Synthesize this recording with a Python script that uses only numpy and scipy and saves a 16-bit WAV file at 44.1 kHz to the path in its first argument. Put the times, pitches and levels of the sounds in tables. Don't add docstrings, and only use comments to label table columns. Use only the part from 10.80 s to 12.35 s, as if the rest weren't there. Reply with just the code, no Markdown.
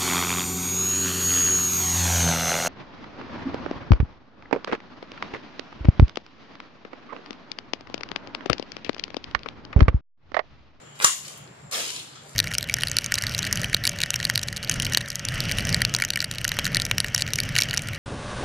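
import sys
import numpy as np
from scipy import signal
from scipy.fft import rfft, irfft, next_fast_len
from scipy.io import wavfile
from scipy.ndimage import map_coordinates

SR = 44100
rng = np.random.default_rng(int(sys.argv[2]) if len(sys.argv) > 2 else 0)


def dump_mix(stems):
    frames = np.atleast_2d(stems).T
    limited = np.clip(frames, -1, 1)
    pcm = np.round(limited * 32767).astype(np.int16)
    wavfile.write(sys.argv[1], SR, pcm)


N = 68355
T = np.arange(N) / SR


def amp(db):
    return 10 ** (np.asarray(db) / 20)


def unit(x):
    return x / np.sqrt(np.mean(x ** 2) + 1e-20)


def along(points, hz):
    f, v = np.transpose(points)
    return np.interp(np.log(hz + 1), np.log(f + 1), v)


def over_time(points):
    return np.interp(T, *np.transpose(points))


def filtered(x, response):
    n = x.shape[-1]
    padded = next_fast_len(n + 2048, real=True)
    spectrum = rfft(x, padded) * response(np.fft.rfftfreq(padded, 1 / SR))
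    return irfft(spectrum, padded)[..., :n]


def coloured(x, spectrum):
    return unit(filtered(x, lambda f: amp(along(spectrum, f))))


def band(x, hz, octaves):
    return unit(filtered(x, lambda f: np.exp(-.5 * (np.log2((f + 1) / hz) / octaves) ** 4)))


def noise(*shape):
    return rng.standard_normal(shape)


def wobble(rate):
    return map_coordinates(noise(200), [T * rate + 2], mode="wrap")


def envelope(t, rise, hold, t60):
    fall = amp(-60 * np.maximum(t - rise - hold, 0) / t60)
    return np.clip(t / rise, 0, 1) * fall


def add(track, s, sound):
    part = track[..., max(round(s * SR), 0):][..., :sound.shape[-1]]
    part += sound[..., :part.shape[-1]]


def crackle(per_s, spread_db, size=N):
    strength = amp(spread_db * np.minimum(rng.exponential(size=size), 5))
    return (rng.random(size) < per_s / SR) * strength * rng.choice([-1, 1], size)


# (time [s], level [dB])
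FIRST_FORCE = [(.19, -40), (.203, -41), (.211, -31.5), (.222, -26), (.234, -26), (.244, -20), (.256, -36.5),
               (.28, -33.5), (.31, -70), (.33, -70)]
SECOND_FORCE = [(.911, -42.5), (.92, -41), (.931, -29.5), (.94, -28), (.972, -31.5), (.995, -32),
                (1.09, -40.5), (1.125, -49), (1.25, -52)]
# (frequency [Hz], relative level [dB])
FAST_TEAR_COLOUR = [(40, -60), (150, -15), (330, -3), (850, -0.5), (1250, 1.5), (1600, 1), (2200, -3),
                    (5000, -2), (9000, -5.5), (12000, -17), (15500, -12)]
SLOW_TEAR_COLOUR = [(60, -29), (200, -3.5), (450, 4), (1000, 1), (2000, 1), (4200, 2), (6200, 2.5),
                    (9000, -4), (12500, -10), (15500, -15)]
TEAR_PER_S, TEAR_SPREAD_DB = 6000, 3
CLUMP_PER_S, CLUMP_DB = 98, 2.5


def swing(force, spectrum):
    level = np.interp(T, *np.transpose(force), left=-120, right=-120)
    level = level + CLUMP_DB * wobble(CLUMP_PER_S)
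    return coloured(crackle(TEAR_PER_S, TEAR_SPREAD_DB), spectrum) * amp(level)


# (frequency [Hz], relative level [dB])
CHOP_COLOUR = [(60, -26.5), (250, -16.5), (700, -6), (1150, -7), (1600, -2.5), (2700, -11.5), (3900, -1.5),
               (6000, -1), (8800, -4.5), (11000, -9), (15500, -32.5)]
CHOP_S, CHOP_DB, CHOP_RISE_S, CHOP_HOLD_S, CHOP_T60_S = .2444, -5.5, 0.00042, 0.0019, 0.014


def chop():
    out, t = np.zeros(N), T[:SR // 8]
    burst = coloured(noise(len(t)), CHOP_COLOUR)
    shape = envelope(t, CHOP_RISE_S, CHOP_HOLD_S, CHOP_T60_S)
    add(out, CHOP_S, amp(CHOP_DB) * burst * shape)
    return out


# (frequency [Hz], level [dB], decay t60 [s])
STEEL_MODES = [(1102, -7, .025), (1076, -27.5, 0.36), (1156, -32, 0.202), (1282, -31, .12),
               (2795, -23.5, 0.17), (2974, -39, 0.27), (5880, -38, .2), (6870, -20, 0.11),
               (7035, -28, 0.28), (7300, -24.5, 0.24), (8394, -36.5, 0.15), (8640, -38.5, 0.184),
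               (8960, -26, 0.23)]
WAVER_HZ, WAVER_PER_S = 44, 128


def blade():
    out, t = np.zeros(N), T[:SR // 3]
    for hz, db, t60 in STEEL_MODES:
        pitch = hz + WAVER_HZ * wobble(WAVER_PER_S)[:len(t)]
        turns = np.cumsum(pitch) / SR + rng.random()
        add(out, CHOP_S, amp(db) * envelope(t, 0.0014, 0, t60) * np.sin(2 * np.pi * turns))
    return out


THUD_HZ, THUD_DB, THUD_T60_S = 110, -23.5, 0.031


def thud():
    t = np.maximum(T - CHOP_S, 0)
    return amp(THUD_DB) * envelope(t, 0.0023, 0, THUD_T60_S) * np.sin(2 * np.pi * THUD_HZ * t)


# (time [s], level [dB], centre [Hz], width [octaves])
STEM_SNAPS = [(0.193, -26, 9000, .4), (0.2011, -11.5, 1860, 0.23), (0.2116, -15, 1356, 0.45),
              (0.2199, -16.5, 2630, 1), (.2222, -17, 5360, .8), (0.577, -24.5, 10000, 0.47),
              (.676, -32.5, 3080, 0.72), (0.9141, -16.5, 7640, 0.48), (0.9225, -18, 4900, 0.53),
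              (0.9359, -17, 4500, 0.71), (.945, -14, 3470, 0.84), (1.0433, -17, 3300, 0.99),
              (1.103, -13.5, 3270, 1.3), (1.163, -14, 4300, 0.51), (0.9795, -16, 6000, .8),
              (1.0496, -25, 5500, .8), (1.0625, -17, 4800, .7), (1.154, -31, 4000, .7)]
SPLINTER_T60_S, SPLINTER_DB = 0.027, -18.5


def snaps():
    out, t = np.zeros(N), T[:SR // 20]
    for s, db, hz, width in STEM_SNAPS:
        u = 2 * np.pi * (hz * t - .5)
        click = u * np.exp((1 - u ** 2) / 2)
        splinter = band(noise(len(t)), hz, width) * envelope(t, 0.0001, 0, SPLINTER_T60_S)
        add(out, s, amp(db) * (click + amp(SPLINTER_DB) * splinter))
    return out


# (time [s], rise [s], hold [s], decay t60 [s], level [dB], centre [Hz], width [octaves])
TWIG_CRACKS = (.93, .01, .17, .35, -38.5, 4500, 1.1)
TWIG_PER_S, TWIG_SPREAD_DB = 170, 1.5


def twigs():
    s, rise, hold, t60, db, hz, width = TWIG_CRACKS
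    cracks = band(crackle(TWIG_PER_S, TWIG_SPREAD_DB), hz, width)
    return amp(db) * cracks * envelope(T - s, rise, hold, t60)


# (time [s], rise [s], hold [s], decay t60 [s], level [dB], centre [Hz], width [octaves])
LEAF_RUSTLES = [(.145, 0.0084, 0.018, 0.072, -52.5, 3470, 1.36),
                (.30, 0.013, 0.025, 0.35, -46.5, 11400, 0.25), (.449, 0.0026, 0.01, 0.034, -38, 4750, 0.4),
                (0.422, 0.017, 0.039, 0.37, -42.5, 4000, 1.25), (.43, 0.01, 0.15, 0.15, -56.5, 1120, 0.13),
                (.52, .03, 0.02, 0.33, -52, 3000, 0.21), (.932, 0.0034, 0.0072, 0.027, -32, 4700, 0.34),
                (.941, 0.0033, 0.012, 0.032, -32.5, 3780, 0.31),
                (.981, 0.0074, 0.012, 0.043, -37, 3200, 0.38),
                (1.01, 0.012, 0.074, 0.06, -37.5, 3500, 0.68),
                (1.125, 0.03, 0.055, 0.031, -39.5, 3390, 0.5), (1.09, 0.02, 0.027, 0.61, -43, 6100, 0.77),
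                (1.11, 0.029, 0.024, 0.42, -51.5, 1080, 0.34),
                (1.225, 0.035, 0.094, 0.84, -53.5, 3820, 0.43),
                (1.35, 0.0045, 0.027, 0.044, -50.5, 1280, 0.13),
                (1.35, 0.0035, 0.0099, 0.079, -48, 3040, 1.14), (1.377, 0.12, .1, 0.61, -53.5, 5840, 0.85)]
BOOT_SCUFFS = [(.02, 0.013, 0.03, 0.23, -56, 397, 0.31), (.46, 0.017, 0.017, 0.31, -50.5, 537, 0.69),
               (.655, 0.008, 0.014, 0.24, -50.5, 450, 0.86), (.82, 0.029, 0.048, 0.067, -55, 707, 0.48),
               (.945, 0.035, 0.027, 0.48, -47.5, 472, .6), (1.13, 0.01, 0.02, 0.96, -55, 349, 0.53),
               (1.42, 0.013, 0.047, 0.17, -53.5, 590, 0.62)]
INSECT_BUZZES = [(0, 0.021, 0.67, 0.35, -63, 6850, 0.013), (0, 0.075, 0.25, 0.27, -56.5, 3030, 0.14)]
LEAF_PER_S, LEAF_SPREAD_DB = 1900, 4.5
SCUFF_PER_S, SCUFF_SPREAD_DB = 3300, 3.0
BUZZ_PER_S, BUZZ_SPREAD_DB = 8000, 0.77


def brushing(rows, per_s, spread_db):
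    out, t = np.zeros(N), T[:SR * 2 // 3]
    for s, rise, hold, t60, db, hz, width in rows:
        grain = band(crackle(per_s, spread_db, size=len(t)), hz, width)
        add(out, s, amp(db) * grain * envelope(t, rise, hold, t60))
    return out


SPACING_MS, BASS_ALIKE = 0.95, 0.96


def diffuse(pair):
    def alike(f):
        return np.clip(BASS_ALIKE * np.sinc(2 * f * SPACING_MS / 1000), -1, 1)

    mid, side = filtered(pair, lambda f: np.sqrt([1 + alike(f), 1 - alike(f)]) / np.sqrt(2))
    return np.array([mid + side, mid - side])


SCATTER_DB, SCATTER_T60_S = -1.5, 0.026


def scatter():
    t = T[:SR // 20]
    spray = diffuse(noise(2, len(t))) * envelope(t, 0.0012, 0, SCATTER_T60_S)
    return amp(SCATTER_DB) * unit(spray) / np.sqrt(len(t))


# (frequency [Hz], decay t60 [s])
GROVE_DECAY = [(200, 0.37), (1200, 0.2154), (3000, 0.42), (7000, 0.4446), (14000, 0.19)]
# (frequency [Hz], level [dB])
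GROVE_COLOUR = [(100, -14.5), (500, -14.5), (1200, -6.5), (3000, 0.5), (4500, -4.5), (7000, -1),
                (10000, -1.5), (15000, 0)]
GROVE_DB, GROVE_BUILD_S = -1.5, 0.0072


def grove():
    n = SR // 2
    hz, t, z = signal.stft(diffuse(noise(2, n)), SR, nperseg=256)
    decay = amp(-60 * t / np.maximum(along(GROVE_DECAY, hz), .02)[:, None])
    shape = decay * (1 - np.exp(-(t / GROVE_BUILD_S) ** 2))
    shape = shape / np.sqrt(n * np.mean(shape ** 2, axis=1, keepdims=True))
    colour = amp(along(GROVE_COLOUR, hz))[:, None]
    return amp(GROVE_DB) * signal.istft(z * shape * colour, SR, nperseg=256)[1]


def echoed(x, echo):
    return signal.fftconvolve(x[None], echo(), axes=1)[:, :N]


REDRAW_S = .05


def redrawn_echoes(x, echo):
    out, hop = np.zeros((2, N)), round(REDRAW_S * SR)
    fade = np.sqrt(np.hanning(2 * hop))
    for start in range(0, N - hop, hop):
        piece = x[start:start + 2 * hop]
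        add(out, start / SR, echoed(piece * fade[:len(piece)], echo))
    return out


# (time [s], level [dB])
INSECT_LEVEL = [(0, -60), (.65, -61.5), (.79, -64), (.86, -56.5), (1.3, -59.5), (1.55, -60)]
INSECT_HZ, INSECT_OCTAVES = 7340, 0.037


def insect():
    level = over_time(INSECT_LEVEL) + wobble(12.4)
    return amp(level) * band(noise(2, N), INSECT_HZ, INSECT_OCTAVES)


# (frequency [Hz], level before the hum's swell [dB])
ENGINE_TONES = [(98, -69), (122.3, -58), (146, -57), (189, -67.5)]
# (time [s], level [dB])
HUM_SWELL = [(0, -2), (.12, 4.5), (.33, -9), (.43, 3), (.52, -4.5), (.63, 8), (.67, 1), (.71, 5.5),
             (.76, -6), (.8, 1.5), (.87, 8), (.93, -5), (1.2, 0), (1.37, -2.5), (1.41, 4), (1.44, 0),
             (1.55, 2.5)]
# (frequency [Hz], relative level [dB])
RUMBLE_COLOUR = [(25, -45), (60, -11.5), (130, 0.5), (200, -4.5), (400, -23.5), (1000, -65)]
RUMBLE_DB = -58


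def engine():
    tones = np.zeros(N)
    for hz, db in ENGINE_TONES:
        level = amp(db + wobble(3.6))
        phase = 2 * np.pi * (hz * T + rng.random()) + 1.1 * wobble(10.02)
        tones += level * np.sin(phase)
    rumble = amp(RUMBLE_DB) * coloured(diffuse(noise(2, N)), RUMBLE_COLOUR)
    return amp(over_time(HUM_SWELL)) * (tones + rumble)


# (frequency [Hz], relative level [dB])
AIR_COLOUR = [(25, -36), (130, -3.5), (260, -2), (420, 0), (750, 0.5), (1050, -1.5), (1650, -2),
              (2300, -5.5), (3000, -10.5), (4200, -12), (6000, -16.5), (8500, -19), (15000, -37.5)]
AIR_DB = -51


def air():
    return amp(AIR_DB + 0.89 * wobble(13.73)) * coloured(diffuse(noise(2, N)), AIR_COLOUR)


LAG_MS = 0.2468
STEM_ECHO_DB = -6


def scene():
    hit = chop() + blade()
    tearing = swing(FIRST_FORCE, FAST_TEAR_COLOUR) + swing(SECOND_FORCE, SLOW_TEAR_COLOUR)
    stems = snaps() + twigs()
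    leaves = brushing(LEAF_RUSTLES, LEAF_PER_S, LEAF_SPREAD_DB)
    scuffs = brushing(BOOT_SCUFFS, SCUFF_PER_S, SCUFF_SPREAD_DB)
    plants = tearing + leaves + scuffs

    cutting = amp(3.5) * hit + thud() + plants + stems
    direct = filtered(cutting, lambda f: np.exp(np.outer([-1, 1], 1j * np.pi * f * LAG_MS / 1000)))

    spread = plants + amp(STEM_ECHO_DB) * stems
    near = amp(-5.5) * echoed(hit, scatter) + redrawn_echoes(spread, scatter)
    chop_echo = sum(echoed(chop() + blade(), grove) for draw in range(3)) / np.sqrt(3)
    far = amp(-1.5) * chop_echo + amp(1.5) * redrawn_echoes(spread, grove)

    buzzes = np.array([brushing(INSECT_BUZZES, BUZZ_PER_S, BUZZ_SPREAD_DB) for port in range(2)])
    return amp(-3.5) * direct + near + far + buzzes + insect() + engine() + air()


# (frequency [Hz], difference [dB])
PORT_BALANCE = [(100, 0), (1200, 0.5), (3000, 1), (5000, 0), (7000, 10), (8800, -8), (12000, -1),
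                (15000, 0)]
CEILING, TOP_HZ = 0.86, 15400


def record(dry):
    x = filtered(dry, lambda f: amp(np.outer([.5, -.5], along(PORT_BALANCE, f))))
    x = x / (1 + np.abs(x / CEILING) ** 6) ** (1 / 6)
    return filtered(x, lambda f: 1 / np.sqrt(1 + (f / TOP_HZ) ** 120))


dry = scene()
out = record(dry)
dump_mix(out)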